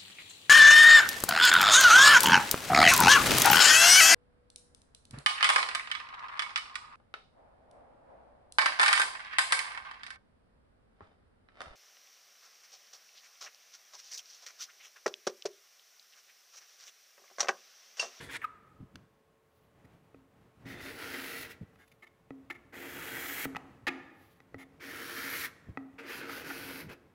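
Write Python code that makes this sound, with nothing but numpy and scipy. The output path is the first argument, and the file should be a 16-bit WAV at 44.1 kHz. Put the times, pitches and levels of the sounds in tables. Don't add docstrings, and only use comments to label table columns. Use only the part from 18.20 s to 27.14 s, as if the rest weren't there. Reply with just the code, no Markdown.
import sys
import numpy as np
from scipy import signal
from scipy.fft import rfft, irfft, next_fast_len
from scipy.io import wavfile
from scipy.ndimage import uniform_filter1d, minimum_filter1d, map_coordinates

SR = 44100
rng = np.random.default_rng(int(sys.argv[2]) if len(sys.argv) > 2 else 0)


def inscribe(sig):
    pcm = np.round(np.clip(np.atleast_2d(sig).T, -1, 1) * 32767)
    wavfile.write(sys.argv[1], SR, pcm.astype(np.int16))


N = 394254


def amp(db):
    return 10 ** (np.asarray(db) / 20)


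def unit(x):
    return x / np.sqrt(np.mean(x ** 2) + 1e-20)


def noise(size):
    return rng.standard_normal(size)


def along(points, hz):
    f, v = np.transpose(points)
    return np.interp(np.log(hz + 1), np.log(f + 1), v)


def wobble(rate, size):
    knots = rng.standard_normal(int(size * rate / SR) + 4)
    return map_coordinates(knots, [np.arange(size) * rate / SR])


def bell(offset, width):
    return np.exp(-.5 * (offset / width) ** 2)


def swells(rows):
    t = np.arange(N) / SR
    return sum(amp(db) * bell(t - s, width) for s, db, width in rows)


def filtered(x, response):
    m = next_fast_len(len(x) + SR // 4)
    return irfft(rfft(x, m) * response(np.fft.rfftfreq(m, 1 / SR)), m)[:len(x)]


def coloured(x, spectrum):
    return unit(filtered(x, lambda hz: amp(along(spectrum, hz))))


def resonate(x, modes):
    def response(f):
        return sum(amp(db) * 1j * f * w / (c * c - f * f + 1j * f * w) for c, w, db in modes)
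    return unit(filtered(x, response))


def add(track, s, sound):
    start = max(round(s * SR), 0)
    part = track[start:start + len(sound)]
    part += sound[:len(part)]


def peak_lift(hz, centre_hz, width_hz, lift_db):
    return amp(lift_db / (1 + ((hz - centre_hz) / width_hz) ** 2))


def swept(x, centre_hz, width_hz, lift_db):
    hz, t, z = signal.stft(x, SR, nperseg=512)
    centre = np.interp(t * SR, np.arange(len(x)), centre_hz)
    z = z * peak_lift(hz[:, None], centre, width_hz, lift_db)
    return signal.istft(z, SR, nperseg=512)[1][:len(x)]


def overtones(x, spacing_hz, depth_db, drift_rate):
    hz, t, z = signal.stft(x, SR, nperseg=1024)
    grid = np.meshgrid(hz / spacing_hz, t * drift_rate, indexing="ij")
    ripple = map_coordinates(rng.standard_normal((256, 16)), grid, mode="mirror")
    depth = depth_db * np.minimum(hz / 3000, 1)[:, None]
    return signal.istft(z * amp(depth * ripple), SR, nperseg=1024)[1][:len(x)]


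def pull(start, length, final_db, swell_db, press_db, wood_db, shaving_db, fade, flex_at):
    # (time [s], bell width [s], loss of hiss [dB], loss of cut [dB])
    lapses = [(2.572, 0.023, 9, 5), (2.748, 0.028, -3, 7), (7.835, 0.027, 24, 8), (8.05, 0.032, 13, 2),
              (8.235, .02, 8, 2)]
    bite_s, curl_s = 0.0075, 0.034
    hiss_rise_db, hiss_fade = 7, 0.67
    board_arch_db = 2.5
    rest_hz, flex_hz, flex_share = 1974, 466, .13

    t = np.arange(0, length + 40 / fade, 1 / SR)
    way = np.minimum(t / length, 1)
    arch = np.sin(np.pi * way)

    def rise_db(rise_s):
        return 20 * np.log10(1 - np.exp(-(t + 1 / SR) / rise_s))

    lift_db = -fade * np.maximum(t - length, 0)
    cut_db = final_db + swell_db * (way - 1) + press_db * arch + rise_db(bite_s) + lift_db
    board_db = wood_db + board_arch_db * (arch - 1) + rise_db(bite_s) + lift_db
    hiss_db = shaving_db + hiss_rise_db * (way - 1) - .5 * press_db * arch
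    hiss_db = hiss_db + rise_db(curl_s) + hiss_fade * lift_db
    for s, span, hiss_loss_db, cut_loss_db in lapses:
        lapse = bell(start + t - s, span)
        hiss_db = hiss_db - hiss_loss_db * lapse
        cut_db = cut_db - cut_loss_db * lapse
    blade_hz = rest_hz - flex_hz * bell(way - flex_at, flex_share)
    return cut_db, board_db - cut_db, hiss_db, blade_hz


def stroke(row, grip, singing):
    # (frequency [Hz], width [Hz], level [dB])
    board_modes = [(277.8, 23, 7), (344, 68, 1.5), (453, 23, 1), (550, 38, -47), (810, 40, -26.5)]
    cut_db, board_db, hiss_db, blade_hz = pull(*row)
    size = len(cut_db)

    bite = amp(0.91 * wobble(500, size))
    snaps = bite * noise(size) * (rng.random(size) < .4)
    steel = overtones(coloured(snaps, grip), spacing_hz=110, depth_db=1.9, drift_rate=7)
    steel = filtered(steel, lambda hz: peak_lift(hz, *singing))

    treble = filtered(steel, lambda hz: 1 - 1 / (1 + (hz / 3200) ** 6))
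    hiss = filtered(treble, lambda hz: 1 - 1 / (1 + (hz / 8800) ** 12))
    blade = filtered(steel - treble, lambda hz: 1 / (1 + (600 / (hz + 1)) ** 6))
    rasp = (treble - hiss) / np.std(blade) * amp(.5 * (hiss_db + 2.5) - 1.9)
    blade = unit(swept(blade, blade_hz, width_hz=330, lift_db=5))
    board = resonate(snaps, board_modes)
    board = unit(filtered(board, lambda hz: 1 / (1 + (210 / (hz + 1)) ** 4)))

    tug = amp(1.3 * wobble(45, size))
    low = tug * (amp(-2.5) * blade + amp(board_db + 0.24) * board)
    return amp(cut_db) * (low + rasp + amp(hiss_db + 1.16) * unit(hiss))


def scraping():
    # (start [s], length [s], final cut [dB], swell over the pull [dB],
    # mid-pull pressure [dB], board [dB], final hiss relative to the cut [dB], fade [dB/s],
    # where the blade flexes most [share of the pull])
    strokes = [
        [(0.0, .045, -50, -12, -2, -51.5, -12.5, 194, 0.39),
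         (.085, 0.084, -37.5, 9, -0.5, -55.5, -20.5, 1498, .1)],
        [(2.45, 0.78, -43.5, 5.5, 3, -52, -5.5, 181, 0.53), (3.282, 0.031, -46.5, 4, -0.5, -59, -3.5, 450, .1)],
        [(4.523, .73, -39, 10, 1.5, -51, -2.5, 1600, 0.4)],
        [(6.596, 0.6574, -37, 9.5, 0, -52, -5.5, 443, 0.46)],
        [(7.78, 0.83, -47.5, -5.5, 0.5, -49.5, -5, 255, 0.4),
         (8.682, 0.05, -52, 1, 0.5, -52.5, -9.5, 600, 0.54)],
    ]
    # (frequency [Hz], level [dB])
    grips = [
        [(530, -37), (900, -7), (1240, -12), (1540, -3.5), (1890, -3.5), (3020, -7), (3410, -5), (6350, -13),
         (10600, -6), (15800, -19)],
        [(530, -8), (900, -14.5), (1090, -18), (1370, -4.5), (1680, -9), (1960, -4), (2780, -10), (5000, -15),
         (7790, -24.5), (10500, -26.5), (12400, -24), (13800, -22.5), (15800, -22.5)],
        [(530, -6), (900, -5), (1030, -11.5), (1270, -2), (2010, 0.5), (2320, -1), (3320, -9.5), (3790, -11.5),
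         (5310, -15), (6990, -13.5), (9210, -22.5), (13800, -16), (15800, -19)],
        [(530, -33), (900, -16), (1200, -9.5), (1350, -3), (1600, -6), (1760, -3), (3210, -11), (3840, -13),
         (5240, -13), (8070, -23), (11800, -14), (15800, -17)],
        [(410, -43), (700, -29), (862, -8), (1090, -12), (1490, -0.5), (1770, -7), (2510, -4.5), (3670, -13.5),
         (4020, -10), (5020, -11), (8120, -24), (11300, -11.5), (15800, -15)],
    ]
    # (frequency [Hz], half-width [Hz], lift [dB])
    singing_modes = [(3420, 210, 3), (10640, 210, 9), (3270, 29, 11), (10300, 120, 2), (2600, 46, 4)]
    out = np.zeros(N)
    for rows, grip, singing in zip(strokes, grips, singing_modes):
        for row in rows:
            add(out, row[0], stroke(row, grip, singing))
    return out


def clothing():
    # (peak time [s], level [dB], bell width [s])
    sleeve = [(0.0, -51.5, 0.11), (.6, -66.5, 0.2), (1.72, -65, .2), (2.88, -60, 0.43), (5.07, -58.5, 0.47),
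              (7.0, -61, 0.45), (8.35, -60, 0.33)]
    # (frequency [Hz], level [dB])
    cloth = [(20, -24), (45, -9), (75, -1.5), (150, -0.5), (260, -7), (600, -14), (2000, -23),
             (5000, -37.5), (15000, -47)]
    # (peak time [s], level [dB], time scale [s], pitch [Hz])
    bumps = [(.06, -65, 0.049, 147), (.608, -44.5, 0.0074, 108.2), (0.633, -46, 0.015, 141.8),
             (0.756, -50, 0.011, 128.7), (.79, -58, 0.045, 151.2), (1.657, -56, 0.0088, 112),
             (2.532, -50.5, 0.085, 120.8), (3.415, -41, 0.0031, 148), (3.427, -41, 0.0084, 121.5),
             (5.267, -41, 0.0064, 137.4), (5.357, -43, 0.0073, 152), (5.643, -56, 0.013, 103),
             (6.358, -47.5, 0.011, 136), (7.496, -38, 0.011, 109.1), (8.67, -48.5, 0.032, 140.6)]
    rub_colour = [(30, -7), (100, 1.0), (280, 0), (600, -20.0), (2000, -36), (8000, -55)]  # Hz, dB
    rest_db = -76

    swing = amp(rest_db) + swells(sleeve)
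    out = swing * amp(2.0 * wobble(15, N)) * coloured(noise(N), cloth)
    t = np.arange(-SR // 8, SR // 8) / SR
    for s, db, length, hz in bumps:
        bend = -.15 * np.tanh(t / length) + 0.253 * wobble(121.2, len(t))
        phase = 2 * np.pi * np.cumsum(hz * np.exp(bend)) / SR
        rub = coloured(noise(len(t)), rub_colour)
        bump = (np.sin(phase) + 0.5 * rub) / np.cosh(1.13 * t / length)
        add(out, s + t[0], amp(db) * bump)
    return out


def background():
    # (frequency [Hz], level [dB])
    air = [(20, -32), (60, -2), (150, -9.5), (450, -2.5), (1000, -7.5), (2000, -13), (5000, -24.5),
           (15800, -28)]
    # (frequency [Hz], relative level [dB])
    hum_tones = [(441.4, -80.5), (559.9, -85.5), (1087, -87)]
    t = np.arange(N) / SR
    hum = sum(amp(db) * unit(np.sin(2 * np.pi * hz * t + 1.4 * wobble(9, N))) for hz, db in hum_tones)
    return amp(-73.5) * coloured(noise(N), air) + amp(3.0) * hum


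def skids():
    # (time [s], level [dB], length [s], steel zing [dB], chatter pitch [Hz])
    slides = [(.105, -53, 0.051, 2, 2400), (1.646, -66.5, 0.013, -8, 1940), (2.509, -62, 0.2, -11, 3560),
              (2.93, -44, 0.026, -18, 2030), (3.585, -64, 0.066, -9, 1630), (3.676, -67.5, 0.0094, 3, 2500),
              (3.715, -62.5, 0.012, -1, 2330), (3.822, -54, 0.027, -17, 2123),
              (3.867, -59, 0.014, -11.5, 2170), (4.3, -38, 0.016, -20, 2110),
              (4.317, -55, 0.017, -11, 2050), (4.342, -55.5, 0.028, -17, 2150),
              (5.668, -24, 0.02, -23, 1820), (5.676, -31.5, 0.019, -36, 2480), (6.381, -54, 0.06, -9, 2106),
              (7.79, -53, 0.0064, -16, 1370), (8.094, -39.5, 0.0062, -16, 1280),
              (8.298, -41, 0.021, -16.5, 1435), (8.691, -59, 0.015, -4, 2030)]
    # (frequency [Hz], width [Hz], level [dB])
    blade_modes = [(283, 15, -15), (365, 57, -5.5), (824, 155, -6), (1315, 290, -5.5), (1790, 54, 1),
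                   (1950, 100, -2), (2130, 28, -1.5), (2440, 29, -6)]
    # (frequency [Hz], width [Hz], level [dB])
    zing_modes = [(2810, 440, 4.5), (3544, 22, 15), (4020, 70, 5), (4750, 360, 1), (5600, 130, 1),
                  (6500, 1200, -3), (10220, 620, 2), (13000, 2300, -12)]
    out, t = np.zeros(N), np.arange(SR // 5) / SR
    for s, db, length, zing_db, hz in slides:
        press = np.abs(np.sin(np.pi * np.minimum(t / length, 1))) ** 0.4
        slips = press * noise(len(t)) * amp(0.88 * wobble(633, len(t)))
        chatter = unit(press * np.sin(2 * np.pi * hz * t + 0.77 * wobble(413, len(t))))
        body = filtered(resonate(slips, blade_modes), lambda f: 1 / (1 + (f / 4500) ** 4))
        sound = body + amp(-1.0) * chatter + amp(zing_db) * resonate(slips, zing_modes)
        damping = amp(-60 * np.maximum(t - length, 0) / 0.12)
        add(out, s, amp(db) * np.sqrt(length / t[-1]) * unit(sound * damping))
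    return out


def squeak():
    start_s, length_s, edge_s = .212, 0.046, 0.0074
    first_hz, lock_hz, sag_hz_per_s = 2110, 1294, 7400
    lock_after_s, lock_rise_s = 0.032, 0.0014
    tone_db, loose_db = -29, -16.5
    rasp_colour = [(500, -7), (1800, 13.0), (3100, -2), (4200, -22), (15000, -17.5)]  # Hz, dB

    out = np.zeros(N)
    t = np.arange(0, length_s, 1 / SR)
    fall = np.maximum(1 - (t / lock_after_s) ** 2, 0)
    hz = lock_hz + (first_hz - lock_hz) * fall - sag_hz_per_s * np.maximum(t - lock_after_s, 0)
    locked = .5 + .5 * np.tanh((t - lock_after_s) / lock_rise_s + 1)
    level_db = tone_db + loose_db * (1 - locked)
    press = np.minimum(np.minimum(t, t[-1] - t) / edge_s, 1)

    loose = np.clip(1 - locked, .2, 1)
    phase = 2 * np.pi * np.cumsum(hz) / SR + 1.1 * loose * wobble(600, len(t))
    tone = np.sin(phase) + (1 - loose) * amp(-19) * np.sin(2 * phase)
    flutter = amp(4 * loose * wobble(250, len(t)))
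    rasp = amp(np.minimum(level_db, -40) - 2) * coloured(noise(len(t)), rasp_colour)
    add(out, start_s, press * (amp(level_db) * flutter * unit(tone) + rasp))
    return out


def knocks():
    # (time [s], level [dB], lift of the ring below 600 Hz [dB], crack [dB])
    contacts = [(.757, -51, -9, 15.5), (1.645, -57.5, 3.5, -16), (1.945, -46.5, 3.5, -21),
                (2.457, -45, 12, -5), (3.558, -46, -26, -11), (4.106, -34.5, 3, -17),
                (5.254, -19.5, -8.5, -34), (5.349, -32.5, -3, -12), (5.359, -28.5, -21, -11),
                (5.366, -19.5, -24, -7.5), (5.671, -15.5, -12, -9), (6.203, -43, -9, -9.5),
                (6.344, -34, 2.5, -14.5), (7.573, -22, -6, -38)]
    # (frequency [Hz], level [dB], 60 dB decay time [s])
    struck_modes = [(130, -10, 0.075), (268.4, -7, 0.26), (462, 2, 0.016), (802, -7.5, 0.018),
                    (1286, -4.5, 0.019), (1947, -5, 0.024), (2525, -9, 0.014), (3370, -35, 0.018)]
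    # (frequency [Hz], level [dB])
    edge = [(300, -24), (1500, 15.5), (3000, 11), (6000, 2.5), (9000, -16), (13000, -9), (15800, -36)]
    out, t = np.zeros(N), np.arange(SR // 3) / SR
    for s, db, ring_db, crack_db in contacts:
        ring = np.zeros(len(t))
        for k, (hz, level, t60) in enumerate(struck_modes):
            mode_db = level + rng.normal(0, 3.8) + ring_db * (hz < 600)
            ring += (-1) ** k * amp(mode_db - 60 * t / t60) * np.sin(2 * np.pi * hz * t)
        crack = coloured(noise(len(t)), edge) * amp(crack_db - 60 * t / 0.013)
        onset = 1 - np.exp(-t / 0.00051)
        add(out, s, amp(db - 4.5) * (ring * onset + crack))
    return out


def fingers():
    # (peak time [s], level [dB], bell width [s])
    slides = [(1.38, -81, 0.081), (1.8, -88, 0.064), (3.67, -80, 0.12), (6.078, -73, 0.096)]
    # (frequency [Hz], level [dB])
    skin = [(1000, -17), (3000, 6), (6500, -5), (9000, -11), (10500, 1), (15800, -1)]
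    stick = amp(3.5 * wobble(40, N))
    return swells(slides) * stick * coloured(noise(N), skin)


def workshop(x):
    # (frequency [Hz], 60 dB decay time [s])
    decay = [(100, 1), (270, 0.94), (1800, 0.92), (4000, 0.68), (8000, 0.63), (15000, 0.18)]
    # (frequency [Hz], level [dB])
    echo = [(60, -5), (270, 7), (850, 2), (2200, -4.5), (3200, -5.5), (6000, -3.5), (8500, -3.5),
            (15000, -3)]
    hz, t, z = signal.stft(noise(SR), SR, nperseg=256)
    fading = amp(-60 * t / along(decay, hz)[:, None])
    tail = signal.istft(z * fading, SR, nperseg=256)[1]
    tail = tail * (1 - np.exp(-np.arange(len(tail)) / SR / 0.005))
    wet = signal.fftconvolve(x, tail / np.linalg.norm(tail))[:N]
    return filtered(wet, lambda f: amp(along(echo, f)))


def scene():
    work = scraping() + knocks() + skids() + squeak() + fingers()
    mono = work + amp(-16.0) * workshop(work) + clothing() + background()
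    return np.array([mono, mono])


def limited(x, ceiling_db, hold_s):
    size = max(int(hold_s * SR), 3)
    need = np.minimum(1, amp(ceiling_db) / (np.abs(x) + 1e-9))
    held = minimum_filter1d(need, size, axis=-1)
    return x * uniform_filter1d(held, size, axis=-1)


def record(dry):
    top_hz = 15830
    held = limited(dry, ceiling_db=-25.0, hold_s=0.00019)
    clipped = held / (1 + np.abs(held / amp(-25.3)) ** 6) ** (1 / 6)
    return np.array([filtered(channel, lambda hz: 1 / (1 + (hz / top_hz) ** 300)) for channel in clipped])


dry = scene()
out = record(dry)
inscribe(out)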